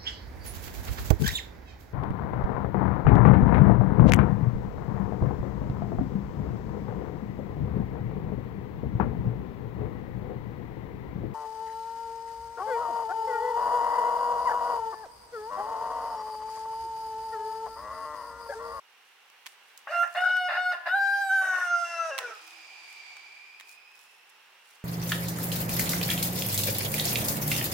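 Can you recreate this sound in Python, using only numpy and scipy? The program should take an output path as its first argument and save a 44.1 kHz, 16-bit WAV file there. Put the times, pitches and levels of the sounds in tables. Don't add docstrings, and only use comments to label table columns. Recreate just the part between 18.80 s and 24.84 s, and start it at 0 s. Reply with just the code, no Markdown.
import sys
import numpy as np
from scipy import signal
from scipy.fft import rfft, irfft, next_fast_len
from scipy.io import wavfile
from scipy.ndimage import uniform_filter1d, map_coordinates

SR = 44100
rng = np.random.default_rng(int(sys.argv[2]) if len(sys.argv) > 2 else 0)


def generate_wav(signal):
    frames = np.transpose(np.atleast_2d(signal))
    scaled = np.clip(frames, -1, 1) * 32767
    pcm = np.round(scaled).astype(np.int16)
    wavfile.write(sys.argv[1], SR, pcm)


N = 266364

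# (start [s], end [s], third partial [dB], edge [dB], sheen [dB], huskiness at the start [0-1])
CROW_NOTES = [(1.073, 1.234, -52, -50, -46.5, 0.7), (1.348, 1.687, -46, -49, -57, .02),
              (1.684, 1.93, -48, -46.5, -55.5, 0.21), (2.058, 3.51, -57, -49, -50, 0)]
# (time [s], pitch [Hz])
CROW_PITCH = [
    [(1.09, 556.7), (1.108, 613.5), (1.125, 693), (1.3, 692)],
    [(1.34, 689.2), (1.39, 723), (1.416, 730), (1.552, 736.3), (1.67, 722.8)],
    [(1.73, 698.5), (1.79, 729.7), (1.91, 722.5), (1.95, 700)],
    [(2.07, 677.4), (2.11, 734.7), (2.14, 755.5), (2.16, 802.4), (2.196, 792), (2.41, 795.9), (2.51, 764.6),
     (2.542, 786), (2.58, 769), (2.7, 748.7), (2.76, 732.3), (2.83, 722.6), (2.88, 702.5), (3.18, 674),
     (3.3, 645.4), (3.318, 543), (3.37, 539.3), (3.47, 476.6), (3.58, 405)],
]
# (time [s], fundamental [dB], second [dB], fourth [dB])
SHORT_NOTE_LEVELS = [
    [(1.075, -57, -28.5, -62), (1.097, -44, -43, -44), (1.109, -30.5, -44.5, -55),
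     (1.133, -35.5, -29, -40.5), (1.171, -32.5, -26.5, -35), (1.217, -31.5, -22.5, -44),
     (1.235, -31.5, -23.5, -42)],
    [(1.355, -53, -48, -59), (1.377, -27, -35, -37), (1.443, -32.5, -23.5, -46.5),
     (1.485, -35, -27.5, -39.5), (1.579, -39.5, -24.5, -43.5), (1.619, -30.5, -38.5, -39.5),
     (1.675, -34.5, -29, -40.5)],
    [(1.69, -34.5, -34.5, -52), (1.786, -31, -29.5, -40), (1.806, -39, -28, -49),
     (1.842, -36.5, -36.5, -51), (1.866, -36, -26, -43), (1.894, -32.5, -27.5, -80),
     (1.92, -39.5, -28.5, -41.5)],
]
# (time [s], fundamental [dB], second [dB], fourth [dB])
LONG_NOTE_LEVELS = [(2.065, -32.5, -39.5, -52), (2.117, -45, -24.5, -44.5), (2.145, -28, -19.5, -62.5),
                    (2.161, -29, -26.5, -54), (2.231, -32, -24.5, -75), (2.259, -33, -25, -52),
                    (2.291, -34, -25, -77), (2.315, -33.5, -27.5, -86), (2.343, -34, -25, -54),
                    (2.401, -31, -33, -59), (2.421, -33.5, -25.5, -61), (2.477, -32, -37.5, -66),
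                    (2.509, -33.5, -23, -53.5), (2.777, -42.5, -28.5, -55.5), (2.825, -61, -24.5, -64),
                    (2.853, -40.5, -34, -52), (2.947, -37.5, -23, -49.5), (3.003, -37, -35.5, -51),
                    (3.031, -38.5, -28.5, -61), (3.053, -39.5, -33, -40.5), (3.093, -51.5, -48, -42),
                    (3.141, -43, -34, -41), (3.169, -38.5, -47, -39), (3.199, -40, -27.5, -40.5),
                    (3.299, -34, -41.5, -54), (3.327, -42, -36, -41.5), (3.397, -47, -47, -50),
                    (3.445, -42.5, -34.5, -71), (3.481, -50, -40.5, -41), (3.52, -51, -37, -73)]
# (start [s], end [s], chaos [0-1], rasp [dB], half-pitch growl [dB])
VOICE_BREAKS = [(1.071, 1.076, 0.75, -38, -39), (1.105, 1.149, 0.27, -39, -47.5),
                (1.229, 1.243, 0.5, -36, -38.5), (1.345, 1.387, 0.37, -34.5, -39),
                (1.395, 1.5, 0.44, -53, -61), (1.677, 1.759, 0.63, -31.5, -38.5),
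                (1.917, 1.938, 0.66, -38.5, -36.5), (1.95, 2.044, 0, -50, -47),
                (2.055, 2.083, .6, -33.5, -38.5), (2.151, 2.18, 0.02, -61, -58),
                (2.606, 2.707, 0.22, -44, -35.5), (2.715, 2.825, 0.32, -42, -32),
                (3.029, 3.296, 0.05, -53.5, -46), (3.285, 3.362, 0.18, -54, -42.5),
                (3.372, 3.42, 0.71, -41, -45), (3.469, 3.524, 0.48, -52, -47)]
# (frequency [Hz], relative level [dB])
RASP_COLOUR = [(200, -59), (380, -106), (600, -2.5), (780, -5), (1000, -15.5), (1500, -3), (1900, -4),
               (2300, -17.5), (2800, -9.5), (3300, -43), (6000, -49.5)]
# (frequency [Hz], relative level [dB])
GROWL_COLOUR = [(200, -28), (370, -24.5), (560, 2.5), (950, 0.5), (1130, -1), (1700, 6.5), (1850, 1.5),
                (1950, -9), (2150, -23), (2600, -23.5), (3500, -37)]
# (frequency [Hz], relative level [dB])
EDGE_COLOUR = [(2300, -71), (3300, 5), (3750, 21), (4000, 11), (4400, 12.5), (4800, 11), (5120, 14.5),
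               (5500, -19), (5900, -5.5), (6400, -16.5), (7000, -34)]
# (frequency [Hz], relative level [dB])
SHEEN_COLOUR = [(4700, -80), (5500, -4.5), (6300, -1), (7100, -6.5), (8000, -1.5), (8700, -0.5), (9500, -5),
                (10300, -11), (11200, -7), (13400, -1.5), (13900, -22.5), (16000, -18)]
# (frequency [Hz], relative level [dB])
HUSKY_COLOUR = [(3000, -80), (4700, -17), (5400, 5.5), (5900, 10), (6500, -1.5), (7000, -7), (7700, -4),
                (9500, -9.5), (11200, -7.5), (12500, -21.5), (14000, -49)]
# (frequency [Hz], left over right [dB])
SIDE_LEAN = [(600, 0.5), (675, 2), (705, -2), (722, -3.5), (735, -6.5), (765, 1), (795, -9.5), (1000, 3.5),
             (1300, 2.5), (1345, 7), (1385, -6.5), (1415, 0), (1445, 2.5), (1470, 6), (1540, -2.5),
             (1590, 6), (1700, -2)]
# (delay [s], level [dB])
WALL_ECHOES = [(.048, -23.5), (.0484, -12.5)]
# (time [s], relative level [dB], wood relative to crack [dB])
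TWIG_SNAPS = [(0.5, -48, -2), (0.6599, -45, 12.5), (0.665, -30, 0.5), (0.6711, -40.5, 8.5),
              (0.976, -32, -32), (0.99, -49, -24), (1.276, -42, -9), (1.34, -37.5, -11), (1.568, -36.5, 4),
              (3.38, -26, 3.5), (3.387, -21.5, 3), (3.55, -43, -17), (3.676, -38.5, -5), (3.708, -44, -1),
              (4.127, -41.5, -8), (4.368, -42.5, 5), (4.799, -37.5, 3.5), (4.809, -40.5, 3.5),
              (4.893, -37, -20), (4.929, -46, -14)]
# (centre [Hz], width [Hz], relative level [dB])
TWIG_MODES = [(1030, 72, 1), (1950, 560, -1.5), (3440, 1230, -4.5)]
# (frequency [Hz], relative level [dB])
CRACK_COLOUR = [(1500, -26.5), (3500, -7), (5500, 1), (9000, -1.5), (14000, -9), (16000, -0.5)]
# (height of the rustle [s], half length to 1/e [s], level [dB])
LEAF_RUSTLES = [(0.28, 0.062, -75), (0.708, 0.036, -62.5), (0.88, 0.027, -69.5), (1.419, 0.11, -55),
                (3.67, 0.18, -62.5), (4.118, 0.072, -63), (4.911, 0.044, -57.5), (5.207, 0.07, -62),
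                (5.332, 0.067, -70), (5.494, 0.019, -64), (5.92, 0.073, -63)]
# (frequency [Hz], relative level [dB])
LEAF_COLOUR = [(300, -37), (1500, -28), (4000, -9.5), (7000, -8.5), (10000, -8), (13000, -14), (16000, -15)]
# (time [s], reference pitch [Hz])
MACHINE_PITCH = [(0, 2840), (2.8, 2896), (3.6, 2525), (3.85, 2420), (4.33, 2350), (4.7, 2417), (5.05, 2524),
                 (5.25, 2627), (5.6, 2750), (6.04, 2813)]
# (frequency [Hz], relative level [dB])
CUT_COLOUR = [(200, -55), (330, -7), (480, -20.5), (750, 5), (1500, -3), (2500, 6), (3300, 1), (5000, -4),
              (6800, -5), (9000, -13), (14000, -39)]
# (frequency [Hz], relative level per Hz [dB])
HUSH_COLOUR = [(15, -76), (25, -53), (80, -37), (211, -23), (316, -22), (392, -13), (654, -13.5),
               (812, -5.5), (1040, -7), (1730, -6), (2810, -5.5), (3880, -12.5), (5670, -18.5),
               (7420, -22.5), (15800, -25)]
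# (time [s], level [dB])
HUSH_LEVEL = [(0, -60.5), (0.5, -58.5), (1, -57), (5, -59.5), (6.04, -57.5)]
# (frequency [Hz], left-right likeness [0-1])
EAR_LIKENESS = [(60, 1), (180, 0.46), (550, 0.8), (1650, 0.5), (4970, 0.039), (15000, 0.062)]
# (frequency [Hz], time to fall 60 dB [s])
GARDEN_DECAY = [(300, 0.54), (1200, 0.82), (4000, 0.84), (12000, 0.022)]

ATTACK_S, RELEASE_T60_S = 0.011, 0.17
SHEEN_LATE_DB, SHEEN_BUILD_S = 16, 0.16
TIRES_AFTER_S, TIRES_OVER_S = 0.25, 0.58
BREAK_RISE, BREAK_T60_S = 0.18, 0.21
CALM_CHAOS, CALM_RASP_DB = 0.038, -71.5
CUT_START_S, CUT_END_S, CUT_ATTACK_S, CUT_T60_S, CUT_DB = 2.4, 4.316, 0.45, 2.66, -54
IDLE_HZ = 2900
WHINE_DB, WHINE_DB_PER_HZ = -72.5, 0.0422
OCTAVE_DB, OCTAVE_DB_PER_HZ = -78.5, 0.0226
TOP_HZ = 15900


def rooster(jitter=0.09, shimmer=0.85, flutter=1.0, drift=0.00256, fade_db=5.0, grain_db=6, breathy=0.34,
            hiss=0.72, edge_hiss=2.0, husky_hiss=1.8, spread=1.0, doubling=0.2, bright_lean_db=-2,
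            husky_third_db=5, husky_edge_db=-9, collapse_db=-12, dull_db=-7, low_hz=200, swell_db=1):
    pitch, = curves(CROW_PITCH)
    first, second, fourth = uniform_filter1d(curves(SHORT_NOTE_LEVELS, LONG_NOTE_LEVELS), size=300)
    sounding, age, third, edge, sheen, husky = notes()
    chaos, rasp, growl = breaks()
    tired = np.maximum(age - TIRES_AFTER_S, 0) / TIRES_OVER_S
    husky = np.clip(husky + tired, 0, 1)

    phase = 2 * np.pi * np.cumsum(pitch * (1 + drift * wobble(70))) / SR
    phase = phase + chaos * jitter * (wobble(420) + wobble(110))
    sunk = np.clip((620 - pitch) / 50, 0, 1)

    def partial(order):
        shake = shimmer * wobble(260) + flutter * wobble(70)
        return np.sqrt(2) * np.sin(order * phase) * (1 + chaos * shake)

    def overtone(order):
        return (1 - sunk) * partial(order) + sunk * partial(order + 1)

    def fading():
        return amp(fade_db * wobble(18) + grain_db * np.sqrt(chaos) * wobble(90))

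    voice = panned(amp(first) * partial(order=1), along(SIDE_LEAN, pitch))
    second_gain = amp(second + swell_db * wobble(21.61))
    voice += panned(second_gain * overtone(order=2), along(SIDE_LEAN, 2 * pitch))
    voice += amp(third + husky_third_db * husky + collapse_db * sunk) * overtone(order=3)
    voice += amp(fourth) * overtone(order=4)
    voice *= np.sqrt(np.clip(1 - 0.85 * chaos, 0, 1))

    halves = coloured(sum(partial(k + .5) for k in range(5)), GROWL_COLOUR)
    growling = (1 - sunk / 2) * halves + sunk * partial(order=2) / 2
    rough = growl * np.sqrt(1 - chaos / 2) * growling
    puffs = air_noise() * (1 + np.cos(phase))
    rough = rough + (rasp + amp(CALM_RASP_DB) * sounding) * coloured(puffs, RASP_COLOUR)

    buzz = sum(fading() * np.sin(k * phase + rng.uniform(0, spread * np.pi, (2, 1))) for k in range(5, 24))
    half_buzz = sum(fading() * np.sin((k + .5) * phase) for k in range(7, 10))
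    buzz = steady(buzz + doubling * husky * half_buzz)
    air = np.clip(breathy * husky ** 2 + (hiss + husky_hiss * husky) * chaos, 0, 1)
    brassy = buzz + edge_hiss * chaos * unit(puffs)
    airy = np.sqrt(1 - air) * buzz + np.sqrt(air) * unit(puffs)
    top = np.sqrt(1 - husky) * coloured(airy, SHEEN_COLOUR) + np.sqrt(husky) * coloured(airy, HUSKY_COLOUR)
    bright = amp(edge + husky_edge_db * husky) * steady(coloured(brassy, EDGE_COLOUR))
    bright += amp(sheen - SHEEN_LATE_DB * np.exp(-age / SHEEN_BUILD_S)) * steady(top)
    voice += amp(dull_db * sunk) * bright * panned(np.ones(1), bright_lean_db)
    return without_bass(voice * sounding + rough, low_hz)


def notes():
    t, rows = np.arange(N) / SR, np.array(CROW_NOTES)
    current = np.maximum(np.searchsorted(rows[:, 0], t) - 1, 0)
    start, _, *colour = rows[current].T
    openings = [envelope(a, b, ATTACK_S, RELEASE_T60_S) for a, b, *_ in CROW_NOTES]
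    return np.max(openings, axis=0), np.maximum(t - start, 0), *colour


def breaks():
    shapes = []
    for start, end, chaos, rasp, growl in VOICE_BREAKS:
        swell = envelope(start, end, BREAK_RISE * (end - start), BREAK_T60_S)
        shapes.append(np.outer([chaos, amp(rasp), amp(growl)], swell))
    chaos, rasp, growl = np.max(shapes, axis=0)
    return np.clip(chaos + CALM_CHAOS, 0, 1), rasp, growl


def groan(pitch_hz=325, waver=.025, level_db=-71, start=3.59, end=3.8, attack=.04, t60=.5):
    tone = np.sin(2 * np.pi * np.cumsum(pitch_hz * (1 + waver * wobble(60))) / SR)
    return amp(level_db) * envelope(start, end, attack, t60) * tone


def wall(x):
    def delays(hz):
        return np.array([amp(db) * np.exp(-2j * np.pi * hz * s) for s, db in WALL_ECHOES])
    return filtered(x.mean(axis=0), delays)


def snaps(crack_t60=0.015, knock_t60=0.02, crack_db=-5, knock_db=-5, shake_db=-22, shake_t60=0.2,
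          lean_db=-2, low_hz=520):
    crack, knock, t = np.zeros(N + SR), np.zeros(N + SR), np.arange(SR // 4) / SR
    for s, db, wood_db in TWIG_SNAPS:
        here = slice(round(s * SR), round(s * SR) + len(t))
        crack[here] += amp(db) * (amp(-60 * t / crack_t60) + amp(shake_db - 60 * t / shake_t60))
        knock[here] += amp(db + wood_db - 60 * t / knock_t60)

    def wood(hz):
        return sum((-1) ** k * amp(db) * 1j * hz * width / (centre ** 2 - hz ** 2 + 1j * hz * width)
                   for k, (centre, width, db) in enumerate(TWIG_MODES))

    sound = amp(crack_db) * crack[:N] * coloured(air_noise(), CRACK_COLOUR)
    sound = sound + amp(knock_db) * knock[:N] * unit(filtered(air_noise(), wood))
    return without_bass(sound, low_hz) * panned(np.ones(1), lean_db)


def leaves(rest_db=-80, grain_db=4, lean_db=-3):
    t = np.arange(N) / SR
    pulls = sum(amp(db) * np.exp(-((t - s) / half) ** 2) for s, half, db in LEAF_RUSTLES)
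    ticks = air_noise() * amp(grain_db * wobble(500) + 2.8 * wobble(60))
    return (amp(rest_db) + pulls) * steady(coloured(ticks, LEAF_COLOUR)) * panned(np.ones(1), lean_db)


def garden(x, delay=.018):
    hz, t, z = signal.stft(rng.standard_normal((2, SR // 2)), SR, nperseg=256)
    decay = amp(-60 * t / along(GARDEN_DECAY, hz)[:, None])
    tail = signal.istft(z * decay, SR, nperseg=256)[1]
    late = np.pad(x.mean(axis=0), (round(delay * SR), 0))
    return signal.fftconvolve(late[None], tail / np.linalg.norm(tail[0]), axes=1)[:, :N]


def saw(width_hz=95, octave_width_hz=230, lean_db=-3, cutting_octave_db=9):
    pitch, = curves(MACHINE_PITCH)
    cut = envelope(CUT_START_S, CUT_END_S, CUT_ATTACK_S, CUT_T60_S)
    sag = IDLE_HZ - pitch
    whine_db = WHINE_DB + WHINE_DB_PER_HZ * sag
    octave_db = OCTAVE_DB + OCTAVE_DB_PER_HZ * sag + cutting_octave_db * cut
    phase = 2 * np.pi * np.cumsum(pitch) / SR

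    def band(k, width):
        def blur():
            return unit(filtered(rng.standard_normal((3, N)), lambda hz: 1 / (1 + (hz / width) ** 2)))
        shared, left, right = blur() * np.cos(k * phase) + blur() * np.sin(k * phase)
        return unit(shared + 2.0 * np.array([left, right]))

    sound = amp(whine_db) * band(0.99, width_hz)
    sound = sound + amp(octave_db) * band(2, octave_width_hz)
    sound = sound + amp(CUT_DB) * cut * coloured(air_noise(), CUT_COLOUR)
    return sound * panned(np.ones(1), lean_db)


def hush(lean_db=-2):
    level, = curves(HUSH_LEVEL)
    return amp(level + 0.3 * wobble(7.9)) * coloured(air_noise(), HUSH_COLOUR) * panned(np.ones(1), lean_db)


def air_noise():
    def mid_side(hz):
        turn = np.arccos(np.clip(along(EAR_LIKENESS, hz), -1, 1)) / 2
        return np.array([np.cos(turn), np.sin(turn)])
    mid, side = filtered(rng.standard_normal((2, N)), mid_side)
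    return np.array([mid + side, mid - side])


def amp(db):
    return 10 ** (np.asarray(db) / 20)


def unit(x):
    return x / np.sqrt(np.mean(x ** 2) + 1e-20)


def steady(x):
    return x / np.sqrt(np.abs(uniform_filter1d(np.mean(x ** 2, axis=0), size=1500)) + 1e-9)


def envelope(start, end, attack, t60):
    t = np.arange(N) / SR
    return np.clip((t - start) / attack, 0, 1) * amp(-60 * np.maximum(t - end, 0) / t60)


def along(points, hz):
    f, v = np.transpose(points)
    return np.interp(np.log(hz + 1), np.log(f + 1), v)


def curves(*tables):
    rows = np.vstack([np.vstack(table) for table in tables])
    s, *cols = rows[np.argsort(rows[:, 0])].T
    return [np.interp(np.arange(N) / SR, s, c) for c in cols]


def wobble(rate):
    return map_coordinates(rng.standard_normal(int(N * rate / SR) + 4), [np.arange(N) * rate / SR])


def filtered(x, response):
    m = next_fast_len(N + SR // 4)
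    return irfft(rfft(x, m) * response(np.fft.rfftfreq(m, 1 / SR)), m)[..., :N]


def coloured(x, spectrum):
    return unit(filtered(x, lambda hz: amp(along(spectrum, hz))))


def without_bass(x, low_hz):
    return signal.sosfilt(signal.butter(2, low_hz, "high", fs=SR, output="sos"), x)


def panned(x, lean_db):
    return np.array([x * amp(lean_db / 2), x * amp(-lean_db / 2)]) / np.cosh(np.log(amp(lean_db / 2)))


def scene(echo_db=-18):
    bird = rooster()
    near = bird + snaps()
    echoes = wall(bird) + amp(echo_db) * garden(near)
    return near + echoes + groan() + leaves() + saw() + hush()


def record(dry):
    return filtered(dry, lambda hz: hz < TOP_HZ)


dry = scene()
out = record(dry)
generate_wav(out)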